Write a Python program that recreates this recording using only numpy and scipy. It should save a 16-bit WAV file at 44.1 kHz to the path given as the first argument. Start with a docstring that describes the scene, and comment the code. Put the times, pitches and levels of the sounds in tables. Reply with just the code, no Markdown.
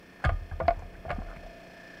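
"""A distant boat motor hums under water, and almost at once a speargun knocks and scrapes on the sea bed.
As the gun is shifted, impacts excite the modes of its steel shaft and of a camera housing fixed to it.
Sliding parts make friction noise, and each shove sets the barrel wobbling in its lowest bending modes.
The motor, a harmonic series over a rush that throbs once a turn, goes on throughout and slowly grows."""
import sys
import numpy as np
from scipy import signal
from scipy.fft import rfft, irfft
from scipy.io import wavfile
from scipy.ndimage import uniform_filter1d

SR = 44100
rng = np.random.default_rng(int(sys.argv[2]) if len(sys.argv) > 2 else 0)


def master_out(mix):
    """Clip the mix to full scale and print it as 16-bit PCM to the path in sys.argv[1]."""
    frames = np.transpose(np.atleast_2d(mix))
    ceiling = np.clip(frames, -1, 1)
    pcm = np.round(ceiling * 32767).astype(np.int16)
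    wavfile.write(sys.argv[1], SR, pcm)


N = 88200


def knocks():
    """Impact excitation: housing, fittings and shaft ring freely; a softer contact gives a duller clack. The
    faint rows at 0.821, 1.435 and 1.462 s are hollow rubs rather than blows, voiced the same way."""
    # Each row: start in seconds, clack gain in dB, clack cutoff in Hz, hollow ring gain in dB,
    # ring pitch in Hz, shaft gain in dB.
    contacts = [(.2401, -21, 6000, -48, 730, -56), (.2428, -22, 1720, -45, 705, -20.5),
                (.2492, -17, 6000, -25.5, 722, -25.5), (.256, -16.5, 4500, -38, 720, -28),
                (.2922, -16.5, 1935, -22, 691, -35), (.513, -40, 1220, -38.5, 750, -40.5),
                (.6015, -18, 1560, -19.5, 525, -52.5), (.605, -14.5, 1020, -46, 664, -53.5),
                (.611, -32.5, 790, -18.5, 666, -59), (.653, -36, 1505, -33.5, 692, -47),
                (.6812, -12, 2850, -7.5, 693.2, -55.5), (.6855, -41, 1113, -14.5, 665, -58),
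                (.706, -20, 1840, -13.5, 688, -62), (.821, -33.5, 1100, -36, 710, -59),
                (1.051, -23.5, 750, -28, 657, -60), (1.081, -55, 1100, -27.5, 717, -52),
                (1.095, -25, 2040, -30, 572, -61), (1.1036, -18.5, 3040, -21.5, 597, -33),
                (1.1138, -31, 4830, -22, 702, -45), (1.125, -36, 1300, -37, 684, -40),
                (1.1605, -34, 1100, -36, 723, -67), (1.1875, -29.5, 970, -36.5, 740, -53),
                (1.218, -32.5, 1590, -36.5, 699, -53), (1.247, -40, 1410, -63, 673, -63),
                (1.278, -44, 1500, -44, 673, -54), (1.435, -37, 1000, -37, 640, -60),
                (1.462, -54, 1000, -35.5, 679, -68)]
    # Each row: mode frequency in Hz, relative level in dB, time to fall 60 dB in seconds.
    housing_modes = [(336, -30.5, 0.22), (503, -22, 0.075), (773.4, -21, 0.11), (1082, -14.5, 0.043),
                     (1191, -22.5, 0.15), (1436, -12, 0.044), (1710, -29, 0.042), (2030, -14.5, 0.027),
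                     (2231, -18.5, 0.054), (3130, -41.5, 0.017), (4353, -25, .04)]
    shaft_modes = [(1225, -12.5, 0.31), (1455, -15.5, 0.18), (1636, 4, 0.04), (2159, -11.5, 0.076),
                   (3195, -25, 0.27), (3440, -28, 0.12), (4720, -27, .04), (7080, -35, 0.057)]
    # The fittings' clatter. Each row: frequency in Hz, relative spectral density in dB.
    clatter_spectrum = [(60, -8), (300, -10), (600, 12), (1100, 2), (1700, 2), (2700, -3.5), (3800, -14),
                        (4800, -13), (6000, -37), (7100, -17.5), (8000, -23.5), (9000, -9.5),
                        (11000, -26.5), (15000, -33)]
    t = np.arange(SR // 2) / SR
    housing, shaft = struck_modes(t, housing_modes), struck_modes(t, shaft_modes)
    burst, tail = amp(-9.5) * decay(t, t60=0.022), amp(-27) * decay(t, t60=0.24)
    track = np.zeros(N)
    for start, clack_db, cutoff_hz, ring_db, ring_hz, shaft_db in contacts:
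        clatter = colour(rng.standard_normal(len(t)), clatter_spectrum) * (burst + tail)
        clack = signal.lfilter(*signal.butter(2, cutoff_hz, fs=SR), housing + clatter)
        ring = mode(t, ring_hz, t60=0.066, rise_s=0.0031)
        add(track, start, amp(clack_db) * clack + amp(ring_db) * ring + amp(shaft_db) * shaft)
    return track


def shoves():
    """Bending vibration: after a soft thud the barrel wobbles in its two lowest modes."""
    # Each row: start in seconds, thud gain in dB, thud pitch in Hz, flex gain in dB, sway gain in dB.
    pushes = [(.247, -24, 146, -36.5, -50), (.2605, -20.5, 102, -20, -23.5),
              (.2725, -21.5, 62.3, -41.5, -35), (.318, -27, 74.3, -25.5, -24.5), (.345, -38, 141, -48, -58),
              (.412, -61, 109, -31, -53), (.517, -40, 134, -26.5, -31), (.572, -41, 103, -44, -40),
              (.613, -30, 138.5, -30, -46.5), (.638, -33.5, 132, -26.5, -44.5),
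              (.686, -33.5, 204, -55.5, -26), (.77, -59, 97.6, -32.5, -44), (.83, -43.5, 108, -37, -34),
              (.925, -50.5, 121, -44, -40), (.98, -44, 116, -42.5, -46), (1.064, -39, 118, -33, -55),
              (1.10, -30.5, 125, -41, -40), (1.128, -37.5, 130, -30, -32), (1.183, -26, 204, -30, -33),
              (1.265, -67, 140, -43, -36), (1.365, -38.5, 139, -40.5, -47), (1.43, -57, 144, -46.5, -36.5)]
    peak_cycles, rise_s = 0.72, 0.0026
    t = np.arange(SR) / SR
    track = np.zeros(N)
    for start, thud_db, thud_hz, flex_db, sway_db in pushes:
        age = t * thud_hz / peak_cycles  # the thud's envelope peaks at age 1
        thud = age ** 2 * np.exp(2 - 2 * age) * np.sin(2 * np.pi * thud_hz * t)
        flex = mode(t, hz=79.8, t60=0.22, rise_s=rise_s)
        sway = mode(t, hz=37.95, t60=0.41, rise_s=rise_s)
        add(track, start, amp(thud_db) * thud + amp(flex_db) * flex + amp(sway_db) * sway)
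    return track


def ticks():
    """Damped resonance: each tiny hard contact rings briefly in a narrow, high band."""
    # Each row: start in seconds, level in dB, pitch in Hz.
    contacts = [(.249, -36, 3570), (.2492, -49, 7180), (.6795, -37, 4430), (.7055, -49.5, 4500),
                (.7925, -58.5, 6600), (1.1045, -30, 2250), (1.1142, -30, 2220), (1.1142, -56, 4600),
                (1.105, -61, 8400), (1.114, -65, 8200), (1.149, -58, 5500)]
    half_width = 0.11  # fraction of the pitch
    t = np.arange(SR // 10) / SR
    track = np.zeros(N)
    for start, db, hz in contacts:
        band = signal.butter(2, [hz * (1 - half_width), hz * (1 + half_width)], "band", fs=SR)
        ring = unit(signal.lfilter(*band, rng.standard_normal(len(t))))
        add(track, start, amp(db) * ring * decay(t, t60=0.019))
    return track


def scrapes():
    """Sliding friction: gritty noise, its level flickering at random, swells and fades."""
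    # Each row: start in seconds, length in seconds, level in dB, pitch in Hz.
    slides = [(.199, 0.012, -54, 1620), (.212, 0.043, -51.5, 1490), (.509, 0.036, -57, 1560),
              (.75, 0.094, -53.5, 990), (.931, 0.029, -50.5, 1740), (1.089, 0.0067, -42, 1700),
              (1.116, .022, -46, 1500), (1.27, 0.081, -49.5, 1400), (1.35, 0.028, -49, 2060)]
    # Each row: multiple of the pitch, relative spectral density in dB.
    friction_spectrum = [(.07, -28), (.3, -16), (.5, -0.5), (.7, -3.5), (1, 2), (1.4, -17), (2.4, -29.5),
                         (9, -44.5)]
    grain_db = 5
    t = np.arange(SR // 4) / SR
    track = np.zeros(N)
    for start, length, db, hz in slides:
        grains = amp(grain_db * wander(len(t), span=80))
        spectrum = [(multiple * hz, level) for multiple, level in friction_spectrum]
        grit = colour(grains * rng.standard_normal(len(t)), spectrum)
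        swell = np.sin(np.pi * np.minimum(t / length, 1))
        add(track, start, amp(db) * swell * grit)
    return track


def motor():
    """Periodic excitation: rotation gives harmonics of the turning rate and modulates a rush of noise."""
    # Each row: time in seconds, turns per second, then gains in dB of hum, treble, drone and whine.
    running = [(0, 30.3, -3, -3, -13, -2.5), (0.201, 30.0, -3, -3, -8, 3),
               (0.598, 29.95, -3.5, -4, -3.5, -2.5), (1.0, 29.8, -0.5, -5, -6, -4),
               (1.448, 29.7, -1.5, 0.5, 1.5, 0.5), (1.649, 29.6, -1.5, 1, 0.5, -1),
               (1.85, 29.54, -1.5, 2.5, -2.5, 6), (2, 29.5, 0, 2.5, -6, 5.5)]
    # The rush as the water carries it. Each row: frequency in Hz, relative spectral density in dB.
    rush_spectrum = [(20, 3.5), (100, -1.5), (180, 0), (310, 1.5), (440, -1.5), (670, 2.5), (800, -8.5),
                     (1300, -10.5), (1550, -9), (1740, -2), (1930, -14.5), (2080, -9), (2250, -12.5),
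                     (2420, -6.5), (2800, -16), (3400, -14.5), (3900, -26.5), (4330, -15), (4720, -27),
                     (5020, -16.5), (5300, -21.5), (5570, -19), (6000, -27.5), (8000, -31), (15000, -52)]
    # Each row: number of a strong harmonic, its level in dB ahead of the band gains.
    strong_harmonics = [(6, -58), (9, -64), (12, -66.5), (20, -65.5), (22, -57), (23, -54.5), (24, -61),
                        (56, -68), (58, -66), (60, -60.5), (72, -70.5), (85, -68.5)]
    rush_gain, tonal_share, waver_depth, throb_depth = amp(-50), 0.49, 0.0011, 0.41
    drone_hz, whine_hz, split_hz = (590, 780), (1600, 1890), 2600
    t = np.arange(N) / SR
    times, *curves = np.transpose(running)
    turn_hz, hum_db, treble_db, drone_db, whine_db = (np.interp(t, times, curve) for curve in curves)
    turns = np.cumsum(turn_hz * (1 + waver_depth * wander(N, span=3000))) / SR
    gains = spectral_gain(np.arange(1, 215) * turn_hz.mean(), rush_spectrum)
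    gains *= rush_gain * np.sqrt(tonal_share) / np.linalg.norm(gains)
    for number, db in strong_harmonics:
        gains[round(number) - 1] = amp(db)
    phases = np.exp(2j * np.pi * rng.random(len(gains)))
    one_turn = irfft(np.r_[0, gains * phases], N) * N / np.sqrt(2)
    harmonics = np.interp(turns % 1, np.arange(N) / N, one_turn)
    rush = rush_gain * np.sqrt(1 - tonal_share) * colour(rng.standard_normal(N), rush_spectrum)
    sound = harmonics + rush * (1 + throb_depth * np.cos(2 * np.pi * turns))
    for band_hz, band_db in (drone_hz, drone_db), (whine_hz, whine_db):
        band = signal.filtfilt(*signal.butter(2, band_hz, "band", fs=SR), sound)
        sound += (amp(band_db) - 1) * band
    hum = signal.filtfilt(*signal.butter(2, split_hz, fs=SR), sound)
    return amp(hum_db) * hum + amp(treble_db) * (sound - hum)


def struck_modes(t, table):
    """Modal superposition: resonances struck together add, here with alternating signs."""
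    return sum((-1) ** k * amp(db) * mode(t, hz, t60, rise_s=0.0012)
               for k, (hz, db, t60) in enumerate(table))


def mode(t, hz, t60, rise_s):
    """A damped oscillator builds up and dies away."""
    return np.sin(2 * np.pi * hz * t) * decay(t, t60) * (1 - np.exp(-t / rise_s))


def decay(t, t60):
    """Exponential damping: 60 dB down in t60 seconds."""
    return np.exp(-np.log(1000) * t / t60)


def colour(x, spectrum):
    """Spectral shaping: x filtered by the spectrum, at rms 1."""
    hz = np.fft.rfftfreq(len(x), 1 / SR) + 1
    return unit(irfft(rfft(x) * spectral_gain(hz, spectrum), len(x)))


def spectral_gain(hz, spectrum):
    """Frequency response: (Hz, dB) points joined on a logarithmic frequency axis."""
    points_hz, db = np.transpose(spectrum)
    return amp(np.interp(np.log(hz), np.log(points_hz), db))


def wander(size, span):
    """Random fluctuation: noise averaged over span samples, at rms 1."""
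    return unit(uniform_filter1d(rng.standard_normal(size), span))


def amp(db):
    """Decibels to amplitude ratio."""
    return 10 ** (np.asarray(db) / 20)


def unit(x):
    """Normalisation to rms 1."""
    return x / np.sqrt(np.mean(x ** 2) + 1e-20)


def add(track, start, sound):
    """Superposes a sound on the track from start seconds."""
    part = track[round(start * SR):][:len(sound)]
    part += sound[:len(part)]


def scene():
    """Superposition: the motor and the handled gear add in one channel."""
    return (motor() + knocks() + ticks() + scrapes() + shoves())[None]


def record(dry):
    """Band limiting: the microphone rolls off the bass, adds hiss and cuts the highest treble."""
    bass_hz, edge_hz, hiss_db = 22, 15720, -72
    wet = signal.lfilter(*signal.butter(2, bass_hz, "high", fs=SR), dry)
    wet += amp(hiss_db) * rng.standard_normal(dry.shape)
    low_pass = signal.firwin(511, edge_hz, window=("kaiser", 9), fs=SR)
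    return signal.oaconvolve(wet, low_pass[None], "same")


dry = scene()
out = record(dry)
master_out(out)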